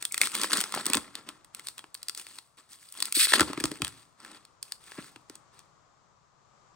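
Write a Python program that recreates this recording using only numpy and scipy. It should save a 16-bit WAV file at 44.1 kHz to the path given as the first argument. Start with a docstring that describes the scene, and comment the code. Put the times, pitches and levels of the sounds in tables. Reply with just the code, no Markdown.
"""A foil card pack is torn open over a stone counter, close to two microphone ports.
Over a faint room hiss, creases buckle with sharp snaps and taut film squeaks. A first crackling tear
runs from 0.2 to 0.95 s, broad panels popping in its second half; quieter finger crinkling follows.
At 3.1 s the seam rips further in a zip and two short tugs. The loose sheet flexes, and near 5 s
the cards scrape out. Throughout, the pack resonates and a small room answers."""
import sys
import numpy as np
from scipy import signal
from scipy.fft import rfft, irfft
from scipy.io import wavfile
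from scipy.ndimage import uniform_filter1d

SR = 44100
rng = np.random.default_rng(int(sys.argv[2]) if len(sys.argv) > 2 else 0)


def wav_out(sig):
    """Save sig, one row per channel (or a flat mono array), as 16-bit PCM at SR to the path in sys.argv[1]."""
    wavfile.write(sys.argv[1], SR, np.round(np.clip(np.atleast_2d(sig).T, -1, 1) * 32767).astype(np.int16))


N = 297675


def amp(db):
    return 10 ** (np.asarray(db) / 20)


def unit_rms(x):
    return x / np.sqrt(np.mean(abs(x) ** 2) + 1e-20)


def curve_at(points, hz):
    """Linear interpolation on a log-frequency axis."""
    knot_hz, value = np.transpose(points)
    return np.interp(np.log(hz + 1), np.log(knot_hz + 1), value)


def add(mix, start_s, sound):
    """Superposition: a sound joins the mix at its onset."""
    part = mix[:, max(0, round(start_s * SR)):][:, :sound.shape[-1]]
    part += sound[..., :part.shape[-1]]


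def noise_pair(size, apart):
    """Partial coherence: two channels share one noise and take a second in opposite phase."""
    common, side = rng.standard_normal((2, size))
    return unit_rms(np.array([common + apart * side, common - apart * side]))


def noise_band(lo_hz, hi_hz, size):
    """Band-limited noise of unit RMS."""
    bandpass = signal.butter(2, [lo_hz, hi_hz], "bandpass", fs=SR, output="sos")
    return unit_rms(signal.sosfilt(bandpass, rng.standard_normal(size)))


# spectrum of the room air: frequency_hz, level_db
AIR_SPECTRUM = [(25, -14.5), (140, 0), (250, -12.5), (850, -6.5), (1180, -2.5), (1600, -14), (2700, -22),
                (7400, -19.5), (11000, -50.5)]
# its slow drift: time_s, level_db
AIR_DRIFT = [(1.5, -64.5), (2.601, -70), (5.5, -62.5), (6.299, -66.5), (6.6, -62.5)]
def air(lean_db=3.0):
    """Ambient noise: a hiss that swells and sinks slowly, stronger on the left."""
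    spectrum = amp(curve_at(AIR_SPECTRUM, np.fft.rfftfreq(N, 1 / SR)))
    hiss = unit_rms(irfft(rfft(noise_pair(N, 0.84)) * spectrum, N))
    level_db = np.interp(np.arange(N) / SR, *np.transpose(AIR_DRIFT))
    return hiss * amp(level_db) * amp([[lean_db], [-lean_db]])


def gestures(rows, attack_share, build_db, release_s, settle_db=-120., settle_s=.05):
    """Incoherent sources add in power: gives the joint amplitude and power-weighted spectral tilt."""
    t = np.arange(0, N, 32) / SR
    power, tilt_sum = np.full(len(t), 1e-14), 0
    for start_s, length_s, db, tilt in rows:
        progress = np.clip((t - start_s) / length_s, 0, 1)
        after_s = np.maximum(t - start_s - length_s, 0)
        attack = np.minimum(progress / attack_share, 1)
        release = np.maximum(np.exp(-after_s / release_s), amp(settle_db) * np.exp(-after_s / settle_s))
        row_power = (attack * amp(db + build_db * (progress - .5)) * release) ** 2
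        power += row_power
        tilt_sum += row_power * tilt
    return [np.interp(np.arange(N) / SR, t, v) for v in (np.sqrt(power), tilt_sum / power)]


def crackle(pull, tilt, spectrum, per_s, spread_db, grain_s, yield_db, patchy_db, gain_db):
    """Yielding: lightly pulled foil only rubs; past yield_db it breaks into tiny random bursts."""
    sizes = amp(spread_db * np.minimum(rng.exponential(1, N), 3.5))
    impulses = sizes * (rng.random(N) < per_s / SR)
    burst_power = signal.lfilter([1], [1, -np.exp(-2 / (grain_s * SR))], impulses ** 2)
    burst_power /= uniform_filter1d(burst_power, size=2600) + 1e-9
    yielded = pull / (pull + amp(yield_db))
    grains = noise_pair(N, 0.19) * np.sqrt(yielded * abs(burst_power) + 1 - yielded)
    hz, frame_s, frames = signal.stft(grains, SR, nperseg=256, noverlap=192)
    frame_yield, frame_tilt = (np.interp(frame_s * SR, np.arange(N), v) for v in (yielded, tilt))
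    # random patches in frequency and time give each burst its own colour
    patches = uniform_filter1d(rng.standard_normal(frames.shape[1:]), size=5, axis=0)
    patch_db = patchy_db * unit_rms(uniform_filter1d(patches, size=4, axis=1)) * frame_yield
    colour = amp(curve_at(spectrum, hz)[:, None] + octaves(hz)[:, None] * frame_tilt + patch_db)
    frames = frames * colour / np.sqrt(np.mean(colour ** 2, axis=0))
    return signal.istft(frames, SR, nperseg=256, noverlap=192)[1][:, :N] * pull * amp(gain_db)


def octaves(hz):
    """Octaves from 4 kHz, the pivot of the spectral tilt."""
    return np.log2(np.clip(hz, 700, 14000) / 4000)


# what the foil radiates, in crackle and snaps alike: frequency_hz, level_db
FOIL_SPECTRUM = [(30, -43), (170, -21.5), (330, -8), (680, -12.5), (1000, -2.5), (1500, -3), (3000, -3),
                 (4500, 0), (6500, -7), (8400, 3), (9800, 0.5), (11000, -10), (12500, -13), (15500, -10),
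                 (16500, -26.5)]
# the first tear (0.2 to 0.95 s), then finger crinkling: start_s, length_s, level_db, tilt_db_per_octave
FOIL_PULLS = [(0, 0.044, -47, -0.5), (.1, 0.1, -47.5, 0.5), (.2, 0.053, -28.5, 0), (.305, 0.155, -32, -1.5),
              (.49, 0.098, -27, -1.5), (.725, 0.084, -35.5, -3), (.835, 0.14, -37.5, -4),
              (1.14, 0.055, -50, -4.5), (1.26, 0.038, -49, -5), (1.525, 0.089, -56, -3),
              (1.625, 0.081, -51, 0.5), (1.77, 0.03, -54, -2.5), (1.925, 0.21, -61.5, -2),
              (2.155, 0.058, -43.5, 1), (2.25, 0.13, -52, 0.5), (2.57, 0.023, -52.5, -2),
              (2.685, 0.069, -52, 1), (2.76, 0.23, -55.5, 2), (2.935, 0.15, -43, -0.5),
              (3.335, 0.088, -30.5, -5), (3.465, 0.044, -42, -3.5), (3.555, 0.13, -46.5, -3),
              (3.69, 0.078, -48.5, -2), (3.8, 0.087, -47, -2.5), (3.89, 0.14, -57.5, -1.5),
              (4.17, 0.199, -52.5, -4), (4.61, 0.14, -59.5, 0), (4.785, 0.3, -51.5, -1),
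              (5.28, 0.082, -61, -4.5), (5.515, 0.091, -62, -3.5)]
def tear_and_crinkle(lightest_db=-51.5):
    """Fracture and buckling: foil crackles as it first tears, then crinkles; it settles after each pull."""
    pull, tilt = gestures(FOIL_PULLS, attack_share=0.28, build_db=1.5, release_s=.017,
                          settle_db=-8.5, settle_s=0.092)
    bursts = crackle(pull, tilt, FOIL_SPECTRUM, per_s=1000, spread_db=3.5,
                     grain_s=.0008, yield_db=-54, patchy_db=4, gain_db=-2.0)
    # even the lightest pull sets off a few separate ticks
    ticks = crackle(np.minimum(pull, amp(lightest_db)), tilt, FOIL_SPECTRUM, per_s=58, spread_db=3.0,
                    grain_s=0.0011, yield_db=-84, patchy_db=6, gain_db=-6.)
    return bursts + ticks + hollow(pull, tilt)


def hollow(pull, tilt, gain_db=-22.5, db_per_tilt=-2.8):
    """Cavity resonance: the pack drones as its foil is pulled, more so when broad, dull folds move."""
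    return noise_band(200, 365, N) * pull * amp(gain_db + db_per_tilt * tilt)


# creases giving way: start_s, level_db, tilt_db_per_octave, facet_hz
CREASE_SNAPS = [(0.025, -30, 2.5, 2150), (0.0519, -24, 4, 3360), (0.122, -29, 9.5, 7000),
                (0.1433, -27.0, 1.5, 1980), (0.1781, -24.5, 2.5, 1820), (0.2146, -15, 2, 2240),
                (0.2545, -29, 2.5, 2970), (0.2712, -27.5, 0, 1550), (0.3512, -25.5, 2.5, 2240),
                (0.4149, -25.0, 0.5, 5710), (0.434, -23.5, 1, 2860), (0.4429, -26, -6.5, 1680),
                (0.5316, -19.0, 0.0, 1610), (0.6044, -24, 1.5, 1490), (0.6117, -24, 4, 2970),
                (0.6388, -28.5, -2, 5480), (0.7227, -32, -0.5, 950), (0.7404, -28, -5.5, 1120),
                (0.7483, -28.5, 2.5, 1750), (0.7738, -29.0, -11.5, 2970), (0.856, -28, 4, 1160),
                (0.8646, -21.5, 3.5, 950), (0.8997, -27, 2.5, 1030), (0.9336, -18.0, 1.5, 2740),
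                (0.9444, -20.5, -3.5, 3360), (0.951, -23.5, 5.5, 950), (0.9702, -24, -1, 950),
                (1.153, -32.5, -0.5, 3650), (1.2887, -36, 0, 3100), (1.446, -50, 2.5, 1490),
                (1.5476, -36, 3.5, 2860), (1.5948, -40.5, -0.5, 2240), (1.67, -33, 2, 4470),
                (1.6847, -33, 2, 4290), (1.78, -39.5, 1.5, 2860), (1.7912, -40, -1.5, 3230),
                (1.8408, -44.5, -7.5, 2630), (1.944, -36.5, 9, 3960), (1.949, -37.5, 0.0, 4120),
                (2.0297, -37.0, 4, 4470), (2.084, -29, 3, 4850), (2.0953, -30, 1, 4660),
                (2.1486, -37.5, 3.0, 4470), (2.1749, -35.5, 2.5, 6000), (2.1967, -39.5, 1.5, 2740),
                (2.267, -42, -0.5, 2430), (2.3858, -38, -1.0, 4290), (2.7314, -45.5, 1.5, 5710),
                (2.9237, -40.5, 7, 1320), (3.0031, -30.0, 2.5, 3650), (3.024, -20.5, 1.5, 4470),
                (3.0548, -29.5, 4.5, 3360), (3.124, -23.5, 5.0, 2400), (3.2697, -30.5, -2, 1750),
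                (3.3213, -23.5, -3, 1900), (3.336, -11.5, -4.0, 1750), (3.3959, -17.5, -3.5, 1610),
                (3.4065, -15, -1, 1320), (3.4149, -22, -4, 1550), (3.5316, -32.5, -4.0, 950),
                (3.5754, -33.5, -6, 2240), (3.601, -31.5, -0.5, 1750), (3.6052, -33.5, 0.5, 2430),
                (3.6395, -22.5, -2.0, 5950), (3.6545, -26, 0.5, 950), (3.7158, -35, -1.5, 1160),
                (3.819, -24, -1.5, 2740), (3.8469, -26.5, 0.5, 3360), (3.869, -38, -2.5, 2970),
                (3.8787, -35.5, 2.0, 1550), (4.248, -42, -3, 1680), (4.451, -50, 0.5, 4500),
                (4.6277, -32.5, 4, 4700), (4.721, -30.5, 1.5, 4660), (4.9183, -42.5, -4.5, 1900),
                (5.16, -45, -4.5, 2740), (5.2974, -42.5, 0, 5710), (5.3542, -43.5, 1.5, 7000),
                (5.5916, -49.0, 0.5, 5950)]
def snaps(swell_s=.0009, fade_s=.0015, flutter_db=-20.0, flutter_s=0.004, ring_db=8.0, ring_octaves=.29):
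    """Snap-through buckling: a crease gives way in a few milliseconds and rings its facet."""
    size, lead_s, delay_at_1khz_s = 4096, .005, .001
    t, hz = np.arange(size) / SR - lead_s, np.fft.rfftfreq(size, 1 / SR)
    # bending waves deliver the treble first
    dispersion = np.exp(-4j * np.pi * delay_at_1khz_s * np.sqrt(1000 * hz))
    out = np.zeros((2, N))
    for start_s, db, tilt, facet_hz in CREASE_SNAPS:
        stretch = np.exp(0.23 * rng.standard_normal() - .04 * tilt)  # bright creases are quicker
        age = (t - swell_s / 2) / stretch
        buckle = np.exp(-(age / np.where(age < 0, swell_s, fade_s)) ** 2)
        flutter = (age > 0) * amp(flutter_db) * np.exp(-abs(age) / flutter_s)
        burst = rfft(noise_pair(size, 0.17) * (buckle + flutter))
        burst_power = np.mean(abs(burst) ** 2, axis=0)
        burst /= np.sqrt(uniform_filter1d(burst_power, size=90))  # the buckling itself has no pitch
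        facet_db = ring_db * np.exp(-(np.log2((hz + 1) / facet_hz) / ring_octaves) ** 2)
        colour = amp(curve_at(FOIL_SPECTRUM, hz) + tilt * octaves(hz) + facet_db)
        snap = unit_rms(irfft(burst * colour * dispersion))
        add(out, start_s - lead_s, snap * amp(db) * np.sqrt(lead_s * SR / size))
    return out


# stretched film first giving way: start_s, fade_s, level_db, pitch_hz
FILM_SQUEAKS = [(0.111, .012, -44.5, 2300), (0.1427, .002, -25, 2070), (0.169, .002, -34, 2590),
                (0.2147, 0.0022, -9.5, 2170), (0.234, .002, -23.5, 2300)]
def squeaks(rise_s=0.00076, sag_per_s=4., half_band_hz=430.0, rough=0.32):
    """Frictional slip: taut film sounds a short, rough note that sags in pitch."""
    t = np.arange(SR // 16) / SR
    out = np.zeros((2, N))
    for start_s, fade_s, db, hz in FILM_SQUEAKS:
        tone = np.sin(2 * np.pi * np.cumsum(hz * np.exp(-sag_per_s * t)) / SR)
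        rasp = rough * noise_band(hz - half_band_hz, hz + half_band_hz, len(t))
        envelope = np.minimum(t / rise_s, np.exp((rise_s - t) / fade_s))
        add(out, start_s, amp(db) * envelope * (tone + rasp))
    return out


# the sheet flexing as a whole: start_s, level_db, sway_relative_db
SHEET_FLAPS = [(0.58, -36, -21), (0.764, -38, -29.5), (.787, -39, -33.5), (.866, -34.5, -34),
               (.899, -32.5, -30.5), (.955, -28, -19.5), (.969, -27.5, -24.5), (3.169, -34, -32.5),
               (3.337, -35, -22.5), (3.408, -20, -16), (3.5, -32.5, -23), (3.577, -32.5, -20.5),
               (3.607, -34, -17), (3.641, -26, -12.5), (3.716, -33, -23.5), (3.803, -40, -12.5),
               (3.82, -29.5, -7.5), (4.983, -33.5, -23), (5.161, -50, -28), (5.299, -46, -30)]
def flaps(panel_hz=292, rise_s=0.0034, sag=0.25, sag_s=0.0075, sway_s=0.009, sway_hz=60., glide_s=.008):
    """Flexural vibration: a broad panel pops over with falling pitch, then the sheet sways lower still."""
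    t = np.arange(SR // 6) / SR
    out = np.zeros((2, N))
    for start_s, db, sway_db in SHEET_FLAPS:
        hz = panel_hz * 2 ** (0.07 * rng.uniform(-1.1, 1))
        pop_cycles = np.cumsum(hz * (1 - sag + 2 * sag * np.exp(-t / sag_s))) / SR
        pop = np.sin(2 * np.pi * pop_cycles) + 0.55 * noise_band(0.52 * hz, 1.5 * hz, len(t))
        pop *= t / rise_s * np.exp(1 - t / rise_s)
        sway_cycles = np.cumsum(sway_hz + (hz - sway_hz) * np.exp(-t / glide_s)) / SR
        sway = np.sin(2 * np.pi * sway_cycles) + .65 * noise_band(65, 170, len(t))
        sway *= t / sway_s * np.exp(1 - t / sway_s)
        add(out, start_s, amp(db) * (pop + amp(sway_db) * sway))
    return out


# what the taut seam radiates: frequency_hz, level_db
SEAM_SPECTRUM = [(300, -23), (750, -28.5), (1400, -5.5), (2300, -3), (2900, -4), (4400, 2), (6600, -13.5),
                 (8400, 0.5), (9000, -1), (9800, -1.5), (11500, -13.5), (15600, -15), (16100, -37)]
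# pulls that rip the seam further: start_s, length_s, level_db, tilt_db_per_octave
SEAM_PULLS = [(3.142, 0.051, -22.5, 4.5), (3.185, 0.07, -18.5, 2.5), (3.276, 0.044, -27, 0.5),
              (3.328, 0.035, -21.5, -0.5)]
def seam_rip():
    """Peeling fracture: the seam catches, runs in bursts dense enough to fuse, and stops short."""
    peel, tilt = gestures(SEAM_PULLS, attack_share=.2, build_db=-0.5, release_s=0.0058)
    return crackle(peel, tilt, SEAM_SPECTRUM, per_s=2300, spread_db=2.0,
                   grain_s=0.0004, yield_db=-23, patchy_db=4.0, gain_db=-1.5)


def cards(peak_s=4.99, width_s=0.017, level_db=-45.5, chatter_db=2):
    """Sliding friction: the cards scrape out of the wrapper in one chattering swell."""
    swell = np.exp(-((np.arange(N) / SR - peak_s) / width_s) ** 2)
    chatter = unit_rms(uniform_filter1d(rng.standard_normal(N), size=200))
    return noise_band(1070, 2430, N) * swell * amp(level_db + chatter_db * chatter)


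# modes of the pack with its stiff cards inside: frequency_hz, gain_db
PACK_MODES = [(1000, -4.5), (1245, 2.5), (1360, 5.5), (1610, 1), (3350, 5), (4430, 4), (8400, -1.5)]
def pack_body(x, width_hz=27.0, width_share=0.0083):
    """Modal resonance: the pack lifts or cuts narrow bands and rings briefly after every crease."""
    hz = np.fft.rfftfreq(N, 1 / SR)
    lift = sum((amp(db) - 1) / (1 + 2j * (hz - mode_hz) / (width_hz + width_share * mode_hz))
               for mode_hz, db in PACK_MODES)
    return irfft(rfft(x) * (1 + lift), N)


# phase between the ports: frequency_hz, left_lead_rad
PORT_PHASE = [(1750, 0), (3000, 1.5), (5100, 1.5), (6400, .4), (7500, 1.3), (8600, -.3), (10200, -3.1),
              (13700, -9.4), (15500, -12.6)]
# balance between the ports: frequency_hz, left_minus_right_db
PORT_BALANCE = [(100, 1.5), (1000, -0.5), (5000, 4), (8500, 0.4)]
def ports(x):
    """Two-point reception: each port gets the near sound with its own phase and strength."""
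    hz = np.fft.rfftfreq(N, 1 / SR)
    left = np.exp(.5j * curve_at(PORT_PHASE, hz)) * amp(curve_at(PORT_BALANCE, hz) / 2)
    return irfft(rfft(x) * np.array([left, 1 / left]), N)


# reverberation time of the room: frequency_hz, t60_s
ROOM_DECAY = [(200, 0.57), (1400, 0.11), (4000, 0.2), (9000, 0.27), (15000, 0.21)]
def room(x, early_db=-14.5, early_s=0.0047, tail_db=-15.0):
    """Reverberation: early reflections between hands and counter, then a short diffuse tail."""
    hz, frame_s, frames = signal.stft(noise_pair(SR // 2, .6), SR, nperseg=256)
    fade = amp(-60 * frame_s / curve_at(ROOM_DECAY, hz)[:, None])
    onset = np.clip(frame_s / .008, 0, 1)
    tail = signal.istft(frames * fade * onset, SR, nperseg=256)[1]
    tail *= amp(tail_db) / np.linalg.norm(tail[0])
    t = np.arange(tail.shape[1]) / SR
    early = noise_pair(len(t), 0.76) * t * np.exp(-2 * t / early_s)
    early *= amp(early_db) / np.linalg.norm(early[0])
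    return signal.fftconvolve(x, early + tail, axes=1)[:, :N]


def scene():
    """Source and filter: every sound of the pack passes through its modes; air and room add to it."""
    hiss = air()
    sources = tear_and_crinkle() + snaps() + squeaks() + flaps() + seam_rip() + cards()
    direct = ports(pack_body(sources))
    return hiss + direct + room(direct)


def record(dry, cutoff_hz=16500):
    """Soft saturation rounds off the hardest cracks; a low-pass filter limits the band."""
    lowpass = signal.firwin(301, cutoff_hz, window=("kaiser", 9), fs=SR)
    return signal.oaconvolve(np.tanh(dry), lowpass[None], "same")


dry = scene()
out = record(dry)
wav_out(out)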